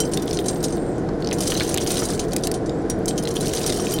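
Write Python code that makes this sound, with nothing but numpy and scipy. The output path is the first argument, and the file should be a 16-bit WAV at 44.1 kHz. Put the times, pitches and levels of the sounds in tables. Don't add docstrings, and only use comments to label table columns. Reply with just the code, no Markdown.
import sys
import numpy as np
from scipy import signal
from scipy.fft import rfft, irfft
from scipy.io import wavfile

SR = 44100
rng = np.random.default_rng(int(sys.argv[2]) if len(sys.argv) > 2 else 0)


def master_out(mix):
    frames = np.transpose(np.atleast_2d(mix))
    ceiling = np.clip(frames, -1, 1)
    pcm = np.round(ceiling * 32767).astype(np.int16)
    wavfile.write(sys.argv[1], SR, pcm)


N = 176400
TIME = np.arange(N) / SR
START_DELAY_S = 0.0008
CRUSH_S = 0.00067
CUTOFF_HZ = 15900

# time_s, level_db
POUR_STRENGTH = [(0,-8),(.66,-10),(.85,-20),(1.15,-31.5),(1.3,-12),(1.45,-2),(1.58,0.5),(1.72,-3.5),(1.9,2),(2.06,-1),(2.25,-11),(2.52,-13),(2.62,-36.5),(2.92,-29.5),(3.12,-15),(3.33,-7),(3.42,-2.5),(3.66,0),(3.84,-4.5),(4,-3)]
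# pitch_hz, level_db
CLICK_SPECTRUM = [(900,-47),(1800,6.5),(4000,3.5),(5200,3),(10000,4.5),(12500,-6),(16000,-8)]


def loud_pellets():
    # start_s, level_db, treble_db, ring_db, place (a spot on the wall, about -1 to 1)
    wall_hits = [(.0014,-10.5,-18,5,0.29), (.134,-11,-30,-11,-0.51), (.2204,-21,-14,-3,0.17),
                 (.3296,-18,-23,-2,-0.49), (.3444,-26,-21.5,-1,-.8), (.4586,-18.5,-19,0,-1),
                 (.4826,-12,-26,1.5,-.9), (.6274,-21.5,-9,2,-0.16), (.6389,-11,-22,1,-0.45),
                 (.7233,-25,-29,2.5,-0.85), (1.3272,-15.5,-17,0.5,-0.55), (1.3835,-18,-19,-5,0.32),
                 (1.4044,-12,-14,0,-0.19), (1.421,-14,-21.5,-9,.3), (1.4322,-15.5,-22,-2,0.7),
                 (1.474,-13,-18,4,0), (1.501,-10.5,-20,-5.5,0.9), (1.572,-15,-20.5,-8,0.13),
                 (1.6305,-16,-14,-6,0.31), (1.6905,-13,-16,-6,-.3), (1.7105,-21,-30,-9,0),
                 (1.8712,-11,-21,-3,-.5), (1.9037,-13,-12,1,0), (1.926,-19.5,-18,-6,0),
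                 (1.94,-17,-12,-2,0.3), (1.9695,-13.5,-17,-4,0.11), (1.989,-16,-20,3,0.15),
                 (2.0536,-23,-14,9,0.12), (2.1018,-15.5,-23,-6,.1), (2.1325,-19,-26,-3,-.3),
                 (2.193,-13,-40,2,-0.27), (2.435,-11,-32,-6,0.17), (2.4476,-23.5,-13,7,-0.44),
                 (2.5396,-18,-28,0.5,0.057), (2.6594,-28,-29,-1,-0.23), (2.8978,-14.5,-28,0,1.03),
                 (3.0798,-10.5,-17.5,0.5,-0.14), (3.1767,-12,-23,-5.5,0.6), (3.2245,-23,-20,-4,.2),
                 (3.3095,-21,-21,-2.5,0), (3.3568,-19,-22,2.5,0.75), (3.4067,-18.5,-14,3,-0.48),
                 (3.4565,-17.5,-18,-1,.1), (3.5345,-20,-24,-6,-.3), (3.5602,-15,-28,-4,0),
                 (3.6137,-23,-12,-2,-.2), (3.662,-11.5,-18,0,.2), (3.6755,-12.5,-22,-5,-.4),
                 (3.694,-18,-22,0,0), (3.7225,-17,-19,-2,.6), (3.741,-18.5,-17,-2,0),
                 (3.7714,-19.5,-10,-2.5,0.095), (3.7988,-19,-34,2,1.5), (3.845,-23.5,-24,-11,0.38),
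                 (3.918,-17.5,-12,2,0.11), (3.9369,-16.5,-3,-0.5,0.82)]
    # start_s, level_db, pitch_hz
    wood_hits = [(0.173, -9.5, 4010), (0.278, -16, 3420), (0.3097, -14, 4780), (0.3282, -20, 6300),
                 (0.3716, -13.5, 4540), (0.3885, -11, 3520), (0.6828, -20.5, 5900), (1.0885, -26.5, 4600),
                 (1.2226, -21.5, 3860), (1.2451, -18, 4600), (1.272, -14.5, 4930), (1.288, -20.5, 4950),
                 (1.3114, -15, 3320), (1.4703, -14, 5400), (1.5191, -9, 3230), (1.551, -16, 4100),
                 (1.5979, -8.5, 3830), (1.605, -9, 3640), (1.6135, -17, 3820), (1.7625, -18.5, 4150),
                 (1.7809, -9, 3470), (1.8631, -18, 3610), (1.9683, -17, 3530), (1.98, -15, 3900),
                 (1.9986, -13.5, 5570), (2.1936, -13.5, 4500), (2.3194, -18, 4600), (2.694, -21, 4200),
                 (3.1083, -17.5, 3230), (3.2527, -15.5, 4000), (3.273, -13, 3410), (3.3668, -11, 3550),
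                 (3.47, -16.5, 4120), (3.5344, -10.5, 6230), (3.5715, -16, 4800), (3.641, -17.5, 4200),
                 (3.6932, -14.5, 4060), (3.7004, -10.5, 4060), (3.7228, -14, 4140), (3.8678, -13, 3350),
                 (3.9867, -14.5, 3760)]
    # start_s, level_db, pitch_hz
    housing_hits = [(1.087,-16.5,830),(1.317,-16.5,2200),(1.520,-16,1370),(1.605,-12.5,1450),(1.614,-18,1600),(2.019,-17,1290),(2.095,-21.5,1080),(3.795,-19.5,950)]
    return rim_ticks() + housing_thuds(housing_hits) + wood_knocks(wood_hits) + tube_pings(wall_hits)


def tube_pings(hits):
    # pitch_hz, level_db, fade_s, place_gain_db (per unit of place)
    tube_tones = [(1433,-14,0.069,10), (3097,-12,0.15,10.5), (4016,-5.5,0.047,-8.5), (4835,-6,.07,-2),
                  (5630,-11,0.054,-7), (5730,-8,0.12,10), (6030,-7,0.071,4), (6180,-2,0.051,-14),
                  (6820,-7,0.092,4), (6985,-9.5,.11,-2.5), (7570,-9.5,0.18,-5), (7690,-9.5,0.094,-1),
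                  (8320,-7.5,0.18,-5), (8870,-8,0.084,-2), (8800,-5.5,0.082,-6), (9280,-2.5,0.11,0),
                  (10561,-7,0.045,-1), (11600,-19,0.048,4), (12100,-18.5,.055,1)]
    # pitch_hz, level_db
    clang_spectrum = [(900,-3.5),(2500,-7.5),(3600,0),(6000,6),(7500,-1),(9000,2.5),(10500,-0.5),(12000,-17),(16000,-23)]
    out = np.zeros(N)
    start_s, level_db, treble_db, ring_db, place = np.transpose(hits)
    starts = np.clip(((start_s + START_DELAY_S) * SR).astype(int), 0, N - 1)
    chance = rng.standard_normal((len(hits), len(tube_tones), 2, 2))
    for k, (hz, tone_db, fade_s, place_gain_db) in enumerate(tube_tones):
        strength_db = level_db + ring_db + tone_db + place * place_gain_db + treble_lift(treble_db, hz)
        for twin, (detune, twin_db) in enumerate([(-0.0021, -20), (0.0021, -23.5)]):
            size, sign = chance[:, k, twin].T
            force = from_db(strength_db + twin_db + 6 * np.clip(size, -1, 1)) * np.sign(sign)
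            clicks = np.bincount(starts, force, N)
            out += ring(clicks, hz * (1 + detune * rng.random()), fade_s)
    for start_s, level_db, treble_db, _, _ in hits:
        colour = lambda f: at_hz(clang_spectrum, f) + treble_lift(treble_db, f)
        crack = from_db(level_db - 8) * burst(colour, fade_s=0.011)
        clang = from_db(level_db - 10.5) * burst(colour, fade_s=0.07)
        add(out, start_s, crack + clang)
    return out


def treble_lift(treble_db, hz):
    return (treble_db + 26.5) * at_hz([(10000, 0.089), (12000, 1)], hz)


def wood_knocks(hits):
    out = np.zeros(N)
    for start_s, level_db, hz in hits:
        dull_db = 0.68 * min(level_db - 1, 0)
        treble_loss = lambda f: at_hz([(7000, 0), (13000, dull_db)], f)
        click = lambda f: from_db(at_hz(CLICK_SPECTRUM, f) - 8)
        colour = lambda f: hump(f, hz, width_oct=0.38, floor=click(f)) + treble_loss(f)
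        crack = burst(colour, fade_s=0.0093)
        bending_hz = hz * 2 ** (0.22 * rng.uniform(-0.9, 1, 3))
        clink = sum(fading_tone(f, fade_s=0.025, size=2048) for f in bending_hz)
        snap = fading_tone(hz, fade_s=0.00022, size=256)
        add(out, start_s, from_db(level_db - 3) * crack)
        add(out, start_s, from_db(level_db - 14.5) * clink)
        add(out, start_s + CRUSH_S, from_db(level_db - 4) * snap)
    return out


def rim_ticks():
    # start_s, level_db, body_db (more body gives more sound below about 4 kHz)
    rim_hits = [(0.1716, -16.5, -13), (1.7417, -9.5, -20), (1.7738, -11, -11), (1.8345, -23, -20),
                (1.9172, -13, -34), (2.036, -19.5, -26), (2.053, -15.5, -33), (2.332, -15.5, -14.5),
                (2.363, -9.5, -15.5), (2.4702, -10, -15.5), (2.514, -12.5, -15), (2.8978, -16, -22),
                (3.057, -18, -30), (3.2345, -20.5, -17.5), (3.287, -20.5, -19), (3.48, -20, -22.5),
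                (3.5348, -16, -9), (3.548, -20, -15), (3.593, -20, -30), (3.662, -15, -26),
                (3.908, -20, -11)]
    out = np.zeros(N)
    for start_s, level_db, body_db in rim_hits:
        colour = lambda f: at_hz(CLICK_SPECTRUM, f) + at_hz([(3500, body_db + 10), (5500, 0)], f)
        add(out, start_s, from_db(level_db - 5) * burst(colour, fade_s=0.021, rise_s=0.0001))
    return out


def housing_thuds(hits):
    return from_db(-7) * taps(hits, width_oct=0.57, fade_s=0.042)


def pour():
    rustle = scoop_rustle()
    treble_db, ring_db = -28.5, -2
    pings = tube_pings([(start_s, level_db, treble_db, ring_db, rng.uniform(-1.2, 1))
                        for start_s, level_db in random_hits(per_s=160, level_db=-26)])
    knocks = wood_knocks(with_pitch(random_hits(per_s=100, level_db=-28), hz=3750, spread_oct=0.445))
    thuds = housing_thuds(with_pitch(random_hits(per_s=70, level_db=-32), hz=1490, spread_oct=0.445))
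    splinter_hits = with_pitch(random_hits(per_s=140, level_db=-26.5), hz=10200, spread_oct=0.41)
    splinters = taps(splinter_hits, width_oct=0.41, fade_s=0.0067)
    return rustle + pings + knocks + thuds + splinters


def random_hits(per_s, level_db):
    flow_db = np.interp(TIME, *np.transpose(POUR_STRENGTH))
    lands = rng.random(N) < per_s * from_db(flow_db) / SR
    size_db = 3.5 * np.clip(rng.standard_normal(N), -2, 2)
    return np.column_stack([TIME, level_db + flow_db / 2 + size_db])[lands]


def with_pitch(hits, hz, spread_oct):
    return np.column_stack([hits, hz * 2 ** (spread_oct * rng.uniform(-0.93, 1, len(hits)))])


def scoop_rustle():
    # pitch_hz, level_db
    rustle_spectrum = [(1000,-2),(3000,1),(5000,5),(9000,-10),(11000,-4),(16000,2)]
    flow_db = np.interp(TIME, *np.transpose(POUR_STRENGTH))
    return from_db(flow_db - 44) * noise(lambda f: at_hz(rustle_spectrum, f), N)


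def blower():
    # pitch_hz, level_db
    roar_spectrum = [(15,-22),(30,-3),(50,-8),(75,-7),(110,-4.5),(160,-0.5),(195,-1.5),(230,-5),(275,-2),(335,1.5),(395,-3.5),(455,-0.5),(550,-9.5),(750,-10),(900,-22),(1030,-19.5),(1180,-26.5),(1450,-24),(2000,-31),(2700,-41),(5000,-41),(8500,-48),(11000,-52),(16000,-99)]
    # pitch_hz, level_db
    hum_tones = [(344,-40.5),(452,-39.5),(1480,-57)]
    hum = sum(from_db(level_db) * airy_tone(hz, width_hz=26.4) for hz, level_db in hum_tones)
    roar = from_db(-23.5) * noise(lambda f: at_hz(roar_spectrum, f), N)
    return roar + hum


def swishes():
    # (time_s, pitch_hz)
    glides = [(-49.5, [(.3,7860),(.42,8800),(.5,8900),(.62,8350),(.76,8500),(.87,8650),(.99,7600)]),
              (-58, [(.72,7300),(.88,7400),(.96,6900),(1.04,6400)]),
              (-56, [(2.66,7300),(2.72,7100),(2.78,7900),(2.83,7400)])]
    out = np.zeros(N)
    for level_db, glide in glides:
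        time_s, pitch_hz = np.transpose(glide)
        progress = np.clip((TIME - time_s[0]) / (time_s[-1] - time_s[0]), 0, 1)
        swell = 2 * np.sqrt(progress * (1 - progress))
        out += from_db(level_db) * swell * airy_tone(np.interp(TIME, time_s, pitch_hz), width_hz=230)
    return out


def room_echo():
    tail = burst(lambda f: at_hz([(4000, 19), (16000, -2)], f), fade_s=0.17, size=16384)
    return tail / np.sqrt(np.sum(tail ** 2))


def taps(hits, width_oct, fade_s):
    out = np.zeros(N)
    for start_s, level_db, hz in hits:
        add(out, start_s, from_db(level_db) * burst(lambda f: hump(f, hz, width_oct), fade_s))
    return out


def burst(colour, fade_s, rise_s=CRUSH_S, size=4096):
    t = TIME[:size]
    bands_hz = np.linspace(0, CUTOFF_HZ, 28)
    uneven_db = 3 * rng.standard_normal(len(bands_hz))
    grain = noise(lambda f: colour(f) + np.interp(f, bands_hz, uneven_db), size)
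    return grain * fade(t, fade_s) * (1 - np.exp(-t / rise_s))


def ring(clicks, hz, fade_s):
    shrink, angle = fade(1 / SR, fade_s), 2 * np.pi * hz / SR
    return signal.lfilter([0, np.sin(angle)], [1, -2 * shrink * np.cos(angle), shrink ** 2], clicks + 1e-18)


def fading_tone(hz, fade_s, size):
    t = TIME[:size]
    return np.sin(2 * np.pi * hz * t) * fade(t, fade_s)


def airy_tone(hz, width_hz):
    phase = 2 * np.pi * np.cumsum(hz * np.ones(N)) / SR
    slow = lambda f: -20 * np.log10(1 + (f / width_hz) ** 2)
    return noise(slow, N) * np.cos(phase) + noise(slow, N) * np.sin(phase)


def noise(colour, size):
    hz = np.maximum(np.arange(size // 2 + 1) * SR / size, 1)
    shaped = irfft(rfft(rng.standard_normal(size)) * from_db(colour(hz)), size)
    return shaped / shaped.std()


def hump(f, hz, width_oct, floor=1e-3):
    return 20 * np.log10(np.exp(-0.5 * (np.log2(f / hz) / width_oct) ** 2) + floor)


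def at_hz(points, hz):
    pitches, values = np.transpose(points)
    return np.interp(np.log(hz), np.log(pitches), values)


def fade(t, fade_s):
    return np.exp(-np.log(1000) * t / fade_s)


def from_db(db):
    return 10 ** (np.asarray(db) / 20)


def add(out, start_s, sound):
    i = int(np.clip((start_s + START_DELAY_S) * SR, 0, N - 1))
    out[i:i + len(sound)] += sound[:N - i]


def scene():
    background = blower() + swishes()
    room = room_echo()
    pellets = loud_pellets() + pour()
    echo = from_db(-18) * signal.fftconvolve(pellets, room)[:N]
    return (pellets + echo + background)[None]


def record(dry):
    return signal.sosfilt(signal.ellip(10, 0.1, 80, CUTOFF_HZ, fs=SR, output="sos"), dry)


dry = scene()
out = record(dry)
master_out(out)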